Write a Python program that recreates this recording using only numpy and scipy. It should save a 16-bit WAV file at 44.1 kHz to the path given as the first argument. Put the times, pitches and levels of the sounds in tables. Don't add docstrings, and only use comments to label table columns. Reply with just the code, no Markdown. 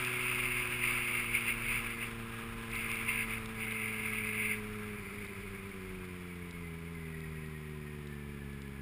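import sys
import numpy as np
from scipy import signal
from scipy.fft import rfft, irfft, next_fast_len
from scipy.io import wavfile

SR = 44100
rng = np.random.default_rng(int(sys.argv[2]) if len(sys.argv) > 2 else 0)


def master(y):
    cut = np.clip(np.atleast_2d(y).T, -1, 1)
    pcm = np.round(cut * 32767)
    wavfile.write(sys.argv[1], SR, pcm.astype(np.int16))


N = 388521
TIME = np.arange(N) / SR


def from_db(db):
    return 10 ** (np.asarray(db) / 20)


def rms_one(x):
    return x / np.sqrt(np.mean(x ** 2) + 1e-20)


def in_time(rows):
    return np.interp(TIME, *np.transpose(rows))


def at_hz(spectrum, hz):
    row_hz, db = np.transpose(spectrum)
    return np.interp(np.log(hz + 1e-3), np.log(row_hz), db)


def drift(rate_hz):
    step, warm_up = 40, 2000
    pole = np.exp(-2 * np.pi * step * rate_hz / SR)
    noise = rng.standard_normal(N // step + warm_up + 2)
    slow = signal.lfilter([1], [1, -2 * pole, pole * pole], noise)[warm_up:]
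    return np.interp(np.arange(N) / step, np.arange(len(slow)), rms_one(slow))


def swell(start_s, rise_s, length_s=np.inf, fall_s=1):
    age = TIME - start_s
    return np.clip(np.minimum(age / rise_s, 1 - (age - length_s) / fall_s), 0, 1)


# frequency in Hz, width in Hz, lift in dB.
HOUSING = [(1016, 40, 8.5), (1317, 200, 3), (1510, 120, -1), (1644, 58, 7), (1760, 130, 0.5),
           (3240, 100, -1), (3380, 81, 4), (3650, 160, 3)]

def housing_db(hz):
    return sum(db / (1 + (2 * (hz - centre) / width) ** 2) for centre, width, db in HOUSING)


def housed_noise(colour):
    size = next_fast_len(N)
    hz = np.fft.rfftfreq(size, 1 / SR)
    gain = from_db(at_hz(colour, hz) + housing_db(hz))
    return rms_one(irfft(rfft(rng.standard_normal(size)) * gain, size)[:N])


# time in seconds, level in dB.
SHAKE_LEVEL = [(0, -56), (1.2, -50), (2.1, -50.5), (3.5, -50.5), (3.9, -58), (4.5, -53), (6.9, -55.5),
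               (8.0, -61), (8.81, -64)]
# frequency in Hz, relative level in dB.
SHAKE_COLOUR = [(15, -16), (26, -10), (33, -18), (39, 3.5), (48, -13), (60, -17), (85, -12), (130, -15.5),
                (300, -58)]

def road_shake():
    return from_db(in_time(SHAKE_LEVEL)) * housed_noise(SHAKE_COLOUR)


# frequency in Hz, relative level in dB.
TYRE_COLOUR = [(100, 4), (500, -3.5), (900, -1), (1100, 0.5), (1500, 0), (2300, 0.5), (2900, -2),
               (3700, -8.5), (4200, -14), (5000, -12.5), (5600, -16), (6000, -26)]

def tyres(firing_phase, level_db=-56.5):
    throb = 1 + 0.091 * np.cos(firing_phase)
    return from_db(level_db) * throb * housed_noise(TYRE_COLOUR)


# start in seconds, level in dB before the boost.
DROPS = [(0.0492, -35), (2.7152, -42), (2.755, -42), (2.9163, -42), (2.9568, -42), (3.4589, -42.5),
         (3.71, -44), (4.7576, -54), (5.2502, -46.5), (5.267, -49), (6.051, -50), (6.51, -45),
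         (7.2059, -51), (7.4607, -50), (8.0713, -46.5), (8.531, -54), (8.6196, -48.5)]
# frequency in Hz, relative level in dB.
DROP_COLOUR = [(600, -23), (1500, -14), (2500, -9), (3600, 19.5), (4400, 6), (5200, 11), (6000, -1)]

def drops(boost_db=1.5, spray_per_s=5, spray_db=-58, fade_s=.011):
    spray = rng.random(N) < spray_per_s / SR
    hits = spray * from_db(spray_db + 2 * rng.standard_normal(N))
    for start, db in DROPS:
        hits[round(start * SR)] = from_db(db + boost_db)
    decay = from_db(-60 / (fade_s * SR))
    splats = signal.lfilter([1], [1, -decay], hits + 1e-18)
    return splats * housed_noise(DROP_COLOUR)


# time of reaching full force in seconds, length in seconds, force in dB.
GUSTS = [(0, 0.64, -37.5), (0.634, 0.89, -39), (0.787, 0.28, -37.5), (0.831, 0.077, -33.5),
         (1.078, .16, -34), (1.354, .02, -31.5), (1.49, 0.031, -32.5), (1.54, 0.39, -42),
         (1.659, .125, -34.5), (2.019, 0.016, -39), (2.753, 0.252, -39), (3.093, .13, -34.5),
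         (3.322, .01, -34), (3.612, .78, -40), (4.394, 0.13, -35)]

def gust_strength(rise_db_per_s=276, fall_db_per_s=272, buffet_db=1.2):
    each_db = []
    for full_at, length, db in GUSTS:
        before = np.maximum(full_at - TIME, 0)
        after = np.maximum(TIME - full_at - length, 0)
        each_db.append(db - rise_db_per_s * before - fall_db_per_s * after)
    return from_db(np.max(each_db, axis=0) + buffet_db * drift(18))


# frequency in Hz, relative level in dB.
RUSH_COLOUR = [(60, -34), (250, -1), (450, -14), (560, -10.5), (900, -11), (1180, 1.5), (1500, -1.5),
               (1900, -2), (2500, 2.5), (3100, -7.5), (3750, -12.5), (4200, -19), (5400, -19.5),
               (6000, -27.5)]

def rush(firing_hz, firing_phase, gusts, base_db=-47.5, cruise_hz=115, full_gust_db=-28.5):
    speed_db = 27 * np.log2(firing_hz / cruise_hz)
    gust_db = 3.5 * np.sqrt(gusts / from_db(full_gust_db))
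    flutter_db = 1.5 * drift(25)
    throb = 1 + 0.093 * np.cos(firing_phase) + 0.072 * np.cos(firing_phase / 4)
    return from_db(base_db + speed_db + gust_db + flutter_db) * throb * housed_noise(RUSH_COLOUR)


# time in seconds, force in dB.
BREEZE_LEVEL = [(2.3, -61.5), (4.7, -57), (5.05, -52), (5.6, -56), (6.7, -61), (7.3, -58.5), (7.8, -62.5),
                (8.81, -65.5)]
# frequency in Hz, relative level in dB.
BREEZE_COLOUR = [(1000, -25), (1800, -12.5), (2050, 3.5), (2350, 3), (2550, -1.5), (2750, -26.5),
                 (3500, -37.5), (4300, -22), (4900, -17.5), (6000, -69)]
FAST_GUST_COLOUR = [(900, -32), (1250, -15), (1800, -16.5), (2000, -4.5), (2150, 4), (2450, 2.5), (2720, 1),
                    (3000, -11.5), (3900, -27), (4400, -30), (4900, -18), (5250, -49), (6000, -41)]
SLOW_GUST_COLOUR = [(1000, -52.5), (1700, -10.5), (1860, -26), (1990, -2), (2110, 5), (2350, 0.5),
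                    (2680, -3), (3000, -16.5), (3900, -30), (4400, -34), (4900, -23), (5250, -62),
                    (6000, -53)]

def wind(firing_hz, gusts):
    force_db = 20 * np.log10(np.hypot(gusts, from_db(in_time(BREEZE_LEVEL))))
    fast = np.clip((firing_hz - 109) / 8, 0, 1)
    gusty = np.clip((force_db + 52) / 9, 0, 1)
    gust = np.sqrt(fast) * housed_noise(FAST_GUST_COLOUR)
    gust += np.sqrt(1 - fast) * housed_noise(SLOW_GUST_COLOUR)
    breeze = from_db(3) * housed_noise(BREEZE_COLOUR)
    hiss = np.sqrt(gusty) * gust + np.sqrt(1 - gusty) * breeze
    flutter_db = (0.47 + 0.5 * gusty) * drift(46)
    return from_db(force_db + 0.47 + flutter_db) * hiss


# time in seconds, pitch in Hz.
WHINE_PITCH = [(5.7, 2380), (6.55, 2200), (6.66, 2030), (6.73, 2330), (7.03, 2000), (7.2, 1915),
               (8.0, 1850), (8.09, 1770), (8.81, 1690)]

def whine(start_s=6.05, level_db=-56.5, fade_db_per_s=2.3, width_hz=30, pulse_hz=9.5, fourth=4 / 3):
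    hz = in_time(WHINE_PITCH)
    phase = 2 * np.pi * np.cumsum(hz) / SR
    level = swell(start_s, rise_s=0.48) * from_db(level_db - fade_db_per_s * (TIME - start_s))
    low, high = [drift(width_hz) * np.cos(k * phase) + drift(width_hz) * np.sin(k * phase)
                 for k in (1, fourth)]
    high_gain = from_db(at_hz(BREEZE_COLOUR, fourth * hz) - 7)
    pulsing = 1 + 0.35 * np.cos(2 * np.pi * pulse_hz * TIME + drift(1.5))
    return level * pulsing * (low + high_gain * high)


# multiple of the firing rate, level in dB before the housing's lift.
BUZZ_TONES = [(5, -88), (7, -67), (8, -71.5), (9, -68)]

def engine_buzz(firing_hz, firing_phase):
    revs = np.clip((firing_hz - 98) / 12, 0, 1)
    tones = [from_db(db + housing_db(k * firing_hz) + drift(10.5)) * np.cos(k * firing_phase)
             for k, db in BUZZ_TONES]
    return revs * np.sqrt(2) * sum(tones)


def throttle(close_at_s=4.95, closing_s=.04, shut_db=-3):
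    shut = swell(close_at_s, closing_s)
    stumble = swell(close_at_s, closing_s, length_s=.42, fall_s=.53)
    roughness = 0.14 * (1 - shut) + 0.06 * shut + 0.99 * stumble
    return shut * shut_db, np.clip(roughness, 0, 1)


# multiple of the firing rate, relative level in dB.
PULSE_TONES = [(1, 5.5), (2, 3), (3, 2.15), (4, 3), (5, 0.5), (6, -2.5), (7, -4)]
# frequency in Hz, gain in dB.
PIPE = [(65, -52.5), (115, -56), (137, -50.5), (158, -45), (185, -49), (215, -49), (248, -55.5), (275, -59),
        (325, -66.5), (346, -58.5), (370, -50.5), (425, -52.5), (470, -62), (530, -74)]
# frequency in Hz, relative level in dB.
GAS_COLOUR = [(30, -13), (60, 2), (90, 0.5), (165, 1), (250, -3), (310, -12.5), (400, -1.5), (470, -9),
              (560, -25), (900, -42)]
# time in seconds, share of the pulse lost from 0 to 1.
MISFIRES = [(4.975, 0.61), (5.045, 0.48), (5.10, .65), (5.28, 0.8), (5.348, 0.8), (5.425, 0.7),
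            (5.498, .55), (5.575, 0.64), (5.725, 0.98), (6.525, 0.68)]

def exhaust(firing_hz, firing_phase, uneven_db=-20, gas_db=-59, between_peaks_hz=305, misfire_s=.01):
    strength_db, roughness = throttle()
    phase = firing_phase + 0.58 * roughness * drift(6.3)
    note = np.zeros(N)
    for k, db in PULSE_TONES:
        hz = k * firing_hz
        turn = 2.1 * (1 + np.tanh((hz - between_peaks_hz) / 35)) / 2
        note += from_db(db + at_hz(PIPE, hz)) * np.cos(k * phase + turn)
    for k in [quarters / 4 for quarters in range(3, 20) if quarters % 4]:
        gain = from_db(uneven_db + at_hz(PIPE, k * firing_hz))
        note += gain * np.cos(k * phase + rng.uniform(0, 2 * np.pi))
    dips = [1 - lost * np.exp(-((TIME - when) / misfire_s) ** 2) for when, lost in MISFIRES]
    gas = from_db(gas_db + 5 * roughness) * housed_noise(GAS_COLOUR)
    flicker_db = (1.2 * roughness - 0.77) * drift(82)
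    pulses = np.sqrt(2) * note * from_db(strength_db + flicker_db)
    return np.prod(dips, axis=0) * (pulses + gas)


# time in seconds, firings per second.
FIRING_RATE = [(0.0, 126), (0.05, 123.8), (0.83, 120.9), (1.42, 116.4), (2.99, 113.1), (4.91, 104.7),
               (5.08, 98.2), (5.13, 102.2), (5.4, 99.3), (5.44, 97.7), (5.62, 97.34), (6.18, 89.36),
               (6.63, 85.5), (6.72, 81.7), (6.94, 84.6), (7.04, 80.57), (8.46, 70.22), (8.81, 68.35)]

def scene():
    firing_hz = in_time(FIRING_RATE)
    wavering_hz = firing_hz * (1 + .0012 * drift(5.1))
    firing_phase = 2 * np.pi * np.cumsum(wavering_hz) / SR
    gusts = gust_strength()
    engine = exhaust(firing_hz, firing_phase) + engine_buzz(firing_hz, firing_phase) + whine()
    air = rush(firing_hz, firing_phase, gusts) + wind(firing_hz, gusts)
    return (engine + air + tyres(firing_phase) + road_shake() + drops())[None]


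def record(dry, coarse_hz=12000, cutoff_hz=15350):
    coarse = signal.resample_poly(dry, coarse_hz, SR, axis=1, window=("kaiser", 2))
    steps = np.repeat(coarse, 4, axis=1)
    held = signal.resample_poly(steps, SR, 4 * coarse_hz, axis=1)[:, :N]
    low_pass = signal.ellip(12, .1, 80, cutoff_hz, fs=SR, output="sos")
    return signal.sosfilt(low_pass, held)


dry = scene()
out = record(dry)
master(out)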